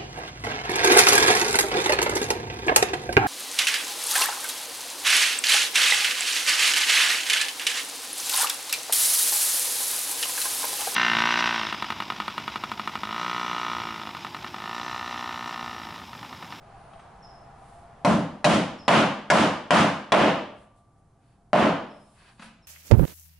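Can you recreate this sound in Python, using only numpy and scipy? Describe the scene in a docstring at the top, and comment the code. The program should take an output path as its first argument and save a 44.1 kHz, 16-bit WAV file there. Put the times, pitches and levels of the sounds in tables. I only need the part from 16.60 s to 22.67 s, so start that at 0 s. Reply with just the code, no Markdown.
"""A claw hammer, close to the microphone, drives small fittings into a wooden panel lying on a bench:
six quick blows, a pause, one more. Panel, bench and bare workshop ring after each blow, and a limiter
holds the ring up as a plateau. From outside come distant traffic and a small bird; early on there is
one faint, high whistle. The worker's shirt brushes as an arm moves, and at the end the worker shifts
and steps back on the concrete floor."""
import sys
import numpy as np
from scipy import signal
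from scipy.fft import rfft, irfft, next_fast_len
from scipy.io import wavfile
from scipy.ndimage import uniform_filter1d

SR = 44100
rng = np.random.default_rng(int(sys.argv[2]) if len(sys.argv) > 2 else 0)


def unload_audio(sound):
    """Save the sound as a 16-bit wav file, at the path given as the first command line argument."""
    columns = np.transpose(np.atleast_2d(sound))
    # keep every value between -1 and 1, then stretch to whole-number steps
    steps = np.round(np.clip(columns, -1, 1) * 32767)
    wavfile.write(sys.argv[1], SR, steps.astype(np.int16))


N = 267687
TIME = np.arange(N) / SR

# The hammer blows. Each row: start in seconds, then strength, body, crack and tick in dB,
# delay of the seating click in seconds, crunch in dB.
BLOWS = [(1.4481, -5.5, 3, -5.5, 0, 0.0024, 7.5), (1.844, -2, 3.5, 0.5, 5, 0.0044, 5.5),
         (2.2806, 4.5, 0, -0.5, -1.5, 0.0035, 1), (2.7015, 5, 0, -3, 0.5, 0.0043, 7),
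         (3.1070, 5, -2.5, -3, -1, 0.0022, 2), (3.5209, 5, 4, 0, -4, 0.0039, 4),
         (4.9319, 3, 3, -3, -7, 0.0053, -21.5)]
# Where a blow is shaded, in Hz: thump, low knock, body, a neutral point, crack, tick.
BLOW_BANDS_HZ = [200, 370, 600, 1200, 2500, 8000]
# What panel and bench radiate when struck. Each row: frequency in Hz, spectral level in dB.
PANEL_SPECTRUM = [(40, -48), (75, -6.5), (120, -6.5), (160, 4), (280, 6), (440, -3), (590, 3), (800, 0.5),
                  (1100, 0), (2000, -7), (3000, -8.5), (4000, -16.5), (7000, -25.5), (11000, -33.5)]
# Tones of panel, bench and room; the last four are the panel's short woody knock.
# Each row: frequency in Hz, relative level in dB, seconds to fall 60 dB.
RING_MODES = [(140, -1, .55), (164, 2, .55), (206, -9, 1.1), (285, -4, .5), (315, -4, .46), (532, -3, .5),
              (565, 0, .49), (594, 4, .48), (684, 2, .45), (728, 1, .45), (888, -1, .55), (1013, -1, .5),
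              (1046, 1, .48), (1172, -28, 2.0), (1195, -8, .5), (1269, -8, .5), (1363, -7, .48),
              (1878, -15, .5), (605, 16, .16), (700, 16, .13), (800, 13, .12), (1030, 12, .12)]
# Colour of the short path from panel to microphone. Each row: frequency in Hz, gain in dB.
NEAR_COLOUR = [(100, -7), (400, -4), (700, -1), (1500, -0.5), (3000, -3), (11000, -5.5)]
# The workshop's decay. Each row: frequency in Hz, seconds to fall 60 dB.
ROOM_T60 = [(100, 0.35), (250, 0.52), (700, 0.63), (1800, 0.55), (4500, 0.55), (10000, 0.42)]
# How its echoes build up. Each row: frequency in Hz, time constant in seconds.
ROOM_RISE = [(150, 0.15), (300, 0.033), (600, 0.01), (3000, 0.036)]
# How alike the room answers as the struck spot moves. Each row: frequency in Hz, share from 0 to 1.
ROOM_LIKENESS = [(200, 0.91), (900, 0.85), (2000, 0), (5000, 0.7)]
# Light touches of hand and foot. Each row: start in seconds, then relative level, thump, treble in dB.
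TOUCHES = [(.334, -36, -15, 4), (.394, -41.5, -12, 11), (5.795, -39, 17, 14.5), (5.822, -32.5, -6, 10.5)]
# Slides of the sole. Each row: middle in seconds, length in seconds, level in dB.
SOLE_SLIDES = [(.16, 0.87, -68), (4.68, 0.3, -75.5), (5.61, 0.2, -58.5), (5.68, .1, -56.5),
               (5.825, 0.14, -51.5)]
# The sole's hiss on concrete. Each row: frequency in Hz, spectral level in dB.
SOLE_SPECTRUM = [(300, -4), (1100, 8), (2500, 4), (4500, -2.5), (6500, -17), (11000, -17)]
# The narrow bands where it rasps. Each row: centre in Hz, width in Hz, relative level in dB.
SOLE_RASP = [(1003, 70, -2), (1600, 120, 2), (2540, 51, -2), (2930, 60, -9), (4490, 90, -4)]
# Brushes of the shirt. Each row: middle in seconds, length in seconds, level in dB.
SHIRT_BRUSHES = [(1.1, 0.49, -64), (4.0, 0.17, -67.5), (4.17, 0.078, -69.5), (4.375, 0.053, -76),
                 (4.68, .3, -76.5), (5.57, 0.89, -65), (5.83, 0.088, -52.5)]
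# Rubbing cloth. Each row: frequency in Hz, spectral level in dB.
SHIRT_SPECTRUM = [(1500, -11), (3500, -1.5), (6000, -8), (9500, 0.5), (11000, -3.5)]
# The bird's calls. Each row: start in seconds, level in dB before the room.
BIRD_CALLS = [(0.621, -47), (2.182, -45.5), (5.292, -57), (6.019, -57)]
# The fall of one chip. Each row: seconds into the chip, pitch in Hz.
CHIP_PITCH = [(0, 5703), (.012, 5351), (.022, 5166), (.045, 5122.5)]
# A car passing outside. Each row: time when nearest in seconds, length in seconds, level in dB.
CAR_PASSES = [(.45, 7, -49)]
# Tyres on a distant road. Each row: frequency in Hz, spectral level in dB.
TYRE_SPECTRUM = [(150, -0.5), (300, -13), (420, -8.5), (540, -10.5), (630, -5.5), (700, 7), (740, -8),
                 (780, 4.5), (870, -5.5), (1200, -8), (2000, -20), (3500, -29), (8000, -38)]
# The steady background of the place. Each row: frequency in Hz, spectral level in dB.
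ROOM_TONE_SPECTRUM = [(20, -8.5), (38, -2), (55, -1.5), (80, -5), (115, 1), (170, -4.5), (300, -13.5),
                      (700, -24), (1200, -30.5), (2500, -42.5), (5000, -41.5), (11000, -40)]
# Stereo spread at the microphone. Each row: frequency in Hz, side minus mid in dB.
STEREO_WIDTH = [(60, -33.5), (190, -15), (350, -14), (630, -9), (1130, -9), (2030, -7.5), (3640, -6),
                (6550, -3), (11000, -3.5)]


def hammer(room_pattern, level_db=31, crunch_hz=1900, slip_s=0.0015):
    """Each blow shoves the panel; the fitting crunches into its hole and seats with a bright click."""
    out, t = np.zeros((2, N)), np.arange(1024) / SR
    highpass = signal.butter(2, crunch_hz, "high", fs=SR, output="sos")
    for start, strength, body, crack, tick, seat_delay, crunch in BLOWS:
        slips = rng.standard_normal(len(t)) ** 3 * t * np.exp(-t / slip_s)  # fibres giving way
        contact = slips / np.linalg.norm(slips)
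        contact[round(seat_delay * SR)] += 1  # the fitting seats
        contact = amp(crunch) * signal.sosfilt(highpass, contact)
        contact[0] += 1  # the face of the hammer lands
        # the crunch is distinct only close by; the room blurs the whole blow into one wash
        close = signal.fftconvolve(contact[None], near_path(direct_db=-15))[:, :SR]
        paths = close + workshop_tail(room_pattern)
        pulse = click(lambda hz: curve(PANEL_SPECTRUM, hz) + blow_colour(hz, strength, body, crack, tick))
        add(out, start, amp(level_db + strength) * signal.fftconvolve(pulse[None], paths))
    return out


def blow_colour(hz, strength, body, crack, tick, thump_db=2.46, knock_db=-2):
    """One blow's shading in dB: the bench gives way under a hard blow, so the thump falls behind."""
    band_db = [thump_db - strength, body + knock_db, body, 0, crack, tick]
    return curve(list(zip(BLOW_BANDS_HZ, band_db)), hz)


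def ringing(level_db=-26, rise_s=0.019, spot_db=2):
    """Panel, bench and room tones swell and die after each blow; their mix shifts with the struck spot."""
    t, out = np.arange(2 * SR) / SR, np.zeros(N)
    hz, db, t60 = np.transpose(RING_MODES)
    tones = amp(db - 60 * t[:, None] / t60) * np.exp(2j * np.pi * hz * t[:, None])
    for start, strength, body, crack, tick, *_ in BLOWS:
        spot_gains = amp(spot_db * rng.standard_normal(len(hz)))
        phases = np.exp(2j * np.pi * rng.random(len(hz)))
        gains = amp(level_db + strength + blow_colour(hz, strength, body, crack, tick))
        add(out, start, (tones @ (gains * spot_gains * phases)).real * (1 - np.exp(-t / rise_s)))
    return out


def near_path(direct_db, bench_db=-10, bench_t60=0.12, left_db=1):
    """What reaches the microphone first: the direct sound and its close scatter from the bench."""
    scatter = unit_rms(echoes() * amp(-60 * TIME[:SR] / bench_t60))
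    response = amp(bench_db) * scatter / np.sqrt(SR)
    response[:, 0] += amp(direct_db)
    colour = click(lambda hz: curve(NEAR_COLOUR, hz))
    return signal.fftconvolve(response, colour[None])[:, :SR] * amp([[left_db], [0]])


def workshop_tail(room_pattern, gap_s=.006):
    """The bare room's diffuse answer: the bass builds up slowly and the middle rings longest."""
    hz, age, shared = signal.stft(room_pattern, SR, nperseg=256)
    fresh = signal.stft(echoes(), SR, nperseg=256)[2]
    alike = curve(ROOM_LIKENESS, hz)[:, None]
    bands = np.sqrt(alike) * shared + np.sqrt(1 - alike) * fresh
    bands *= amp(-60 * age / curve(ROOM_T60, hz)[:, None])
    bands *= 1 - np.exp(-age / curve(ROOM_RISE, hz)[:, None])
    bands /= np.sqrt((abs(bands) ** 2).sum(2).mean(0))[:, None]  # equal energy in every band
    tail = signal.istft(bands, SR, nperseg=256)[1]
    delayed = np.pad(tail, ((0, 0), (round(gap_s * SR), 0)))[:, :SR]
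    return unit_rms(delayed) / np.sqrt(SR)


def echoes():
    """One second of dense, even reflections in stereo."""
    return noise([(1, 0)], size=SR)


def touches(level_db=25, scuff_t60=0.083):
    """Hand and foot knock lightly near the microphone, each contact spread over a short scuff."""
    out, t = np.zeros(N), np.arange(4096) / SR
    for start, db, thump, treble in TOUCHES:
        colour = [(200, thump), (700, 6.1), (4000, treble)]
        scuff = rng.standard_normal(len(t)) * amp(-60 * t / scuff_t60)
        knock = click(lambda hz: curve(PANEL_SPECTRUM, hz) + curve(colour, hz))
        add(out, start, amp(level_db + db) * signal.fftconvolve(knock, scuff / np.linalg.norm(scuff)))
    return out


def sole(rasp_db=-4, hiss_db=-0.5):
    """A sole slides on gritty concrete: a broad hiss with a few rasping resonances."""
    grit = noise([(1, 0)])
    rasp = np.zeros((2, N))
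    for hz, width, db in SOLE_RASP:
        resonance = signal.iirpeak(hz, hz / width, fs=SR)
        rasp += amp(db) * unit_rms(signal.lfilter(*resonance, grit))
    return (amp(hiss_db) * noise(SOLE_SPECTRUM) + amp(rasp_db) * unit_rms(rasp)) * swells(SOLE_SLIDES)


def shirt():
    """Cloth rubs with a soft, high hiss as an arm moves."""
    return noise(SHIRT_SPECTRUM) * swells(SHIRT_BRUSHES)


def bird(waver_hz=55):
    """A small bird outside gives short falling chips, near-pure tones with a quick waver."""
    out, t = np.zeros(N), np.arange(0, CHIP_PITCH[-1][0], 1 / SR)
    for start, db in BIRD_CALLS:
        waver = unit_rms(uniform_filter1d(rng.standard_normal(len(t)), size=100))
        pitch = np.interp(t, *np.transpose(CHIP_PITCH)) + waver_hz * waver
        add(out, start, amp(db) * glide(pitch))
    return out


def traffic(road_db=-68):
    """Tyres hum steadily on a far road and swell as one car passes."""
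    return noise(TYRE_SPECTRUM) * np.hypot(amp(road_db), swells(CAR_PASSES))


def whistle(start_s=.12, length_s=0.37, level_db=-73):
    """One thin, very high tone that arches up and sinks."""
    low_hz, top_hz, climb_s, sag_hz_per_s = 7850, 9720, 0.13, 7100
    out, t = np.zeros(N), np.arange(0, length_s, 1 / SR)
    climb = np.sin(np.pi / 2 * np.minimum(t / climb_s, 1))
    pitch = low_hz + (top_hz - low_hz) * climb - sag_hz_per_s * np.maximum(t - climb_s, 0)
    add(out, start_s, amp(level_db) * glide(pitch))
    return out


def room_tone(level_db=-60.5):
    """The low, steady hush of the workshop."""
    return amp(level_db) * noise(ROOM_TONE_SPECTRUM)


def swells(rows, linger_t60=0.24):
    """The gain of a series of movements: each rises and sinks in one arch, and lingers in the room."""
    middle, length, db = np.transpose(rows)[:, :, None]
    arches = np.cos(np.pi * np.clip((TIME - middle) / length, -.5, .5)) ** 2
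    power = ((amp(db) * arches) ** 2).sum(0) + 1e-20
    linger = amp(-60 / (linger_t60 * SR)) ** 2
    return np.sqrt(signal.lfilter([1 - linger], [1, -linger], power))


def glide(pitch_hz):
    """A sine that follows a pitch curve, faded in and out."""
    return np.sin(2 * np.pi * np.cumsum(pitch_hz) / SR) * signal.windows.tukey(len(pitch_hz), .5)


def click(gain_db, size=4096):
    """The most abrupt pulse that has the spectrum gain_db(Hz)."""
    log_gain = np.log(amp(gain_db(abs(np.fft.fftfreq(size, 1 / SR)))))
    minimum_phase = np.exp(np.conj(signal.hilbert(log_gain)))
    return np.fft.ifft(minimum_phase).real[:size // 2]


def noise(spectrum, size=N):
    """Coloured stereo noise, nearly mono in the bass and wide in the treble."""
    padded = next_fast_len(size)
    hz = np.fft.rfftfreq(padded, 1 / SR)
    mid, side = rfft(rng.standard_normal((2, padded))) * amp(curve(spectrum, hz))
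    side = side * amp(curve(STEREO_WIDTH, hz))
    return unit_rms(irfft([mid + side, mid - side], padded)[:, :size])


def amp(db):
    """Decibels to gain."""
    return 10 ** (np.asarray(db) / 20)


def curve(points, hz):
    """A table joined by straight lines over log frequency."""
    point_hz, value = np.transpose(points)
    return np.interp(np.log(hz + 1), np.log(point_hz), value)


def unit_rms(x):
    """Scales to an rms of one."""
    return x / np.sqrt(np.mean(x ** 2))


def add(mix, start_s, sound):
    """Lays a sound into the mix."""
    part = mix[..., round(start_s * SR):][..., :sound.shape[-1]]
    part += sound[..., :part.shape[-1]]


def held(over_db, recovery_db_per_s):
    """Jumps up with its input and sinks back at a steady rate."""
    fall = TIME * recovery_db_per_s
    return np.maximum.accumulate(over_db + fall) - fall


def scene(touch_room_db=-7, bird_room_db=-5):
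    """From beside the bench: blows, touches and bird share one room, with the road far behind."""
    room_pattern = echoes()
    near, tail = near_path(direct_db=-4.5), workshop_tail(room_pattern)
    knocks = signal.fftconvolve(touches()[None], near + amp(touch_room_db) * tail)[:, :N]
    chips = signal.fftconvolve(bird()[None], near + amp(bird_room_db) * tail)[:, :N]
    background = chips + traffic() + whistle() + room_tone()
    worker = knocks + sole() + shirt()
    return hammer(room_pattern) + ringing() + worker + background


def record(dry, limit_db=-14, attack_s=0.00094, ceiling=.68, top_hz=11200):
    """A limiter after the microphone flattens each blow; soft clipping and a treble cut follow."""
    quick_db_per_s, slow_db_per_s, slow_share = 90, 7, 0.067  # it lets go in two stages
    power_db = 10 * np.log10(abs(uniform_filter1d((dry ** 2).mean(0), size=160)) + 1e-12)
    over_db = np.maximum(power_db - limit_db, 0)
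    target_db = np.maximum(held(over_db, quick_db_per_s), held(slow_share * over_db, slow_db_per_s))
    lag = np.exp(-1 / (attack_s * SR))  # the first crack slips through before the gain drops
    duck_db = signal.lfilter([1 - lag], [1, -lag], target_db)
    limited = ceiling * np.tanh(dry * amp(-duck_db) / ceiling)
    lowpass = signal.firwin(401, top_hz, window=("kaiser", 8), fs=SR)
    return signal.oaconvolve(limited, lowpass[None], "same")


dry = scene()
out = record(dry)
unload_audio(out)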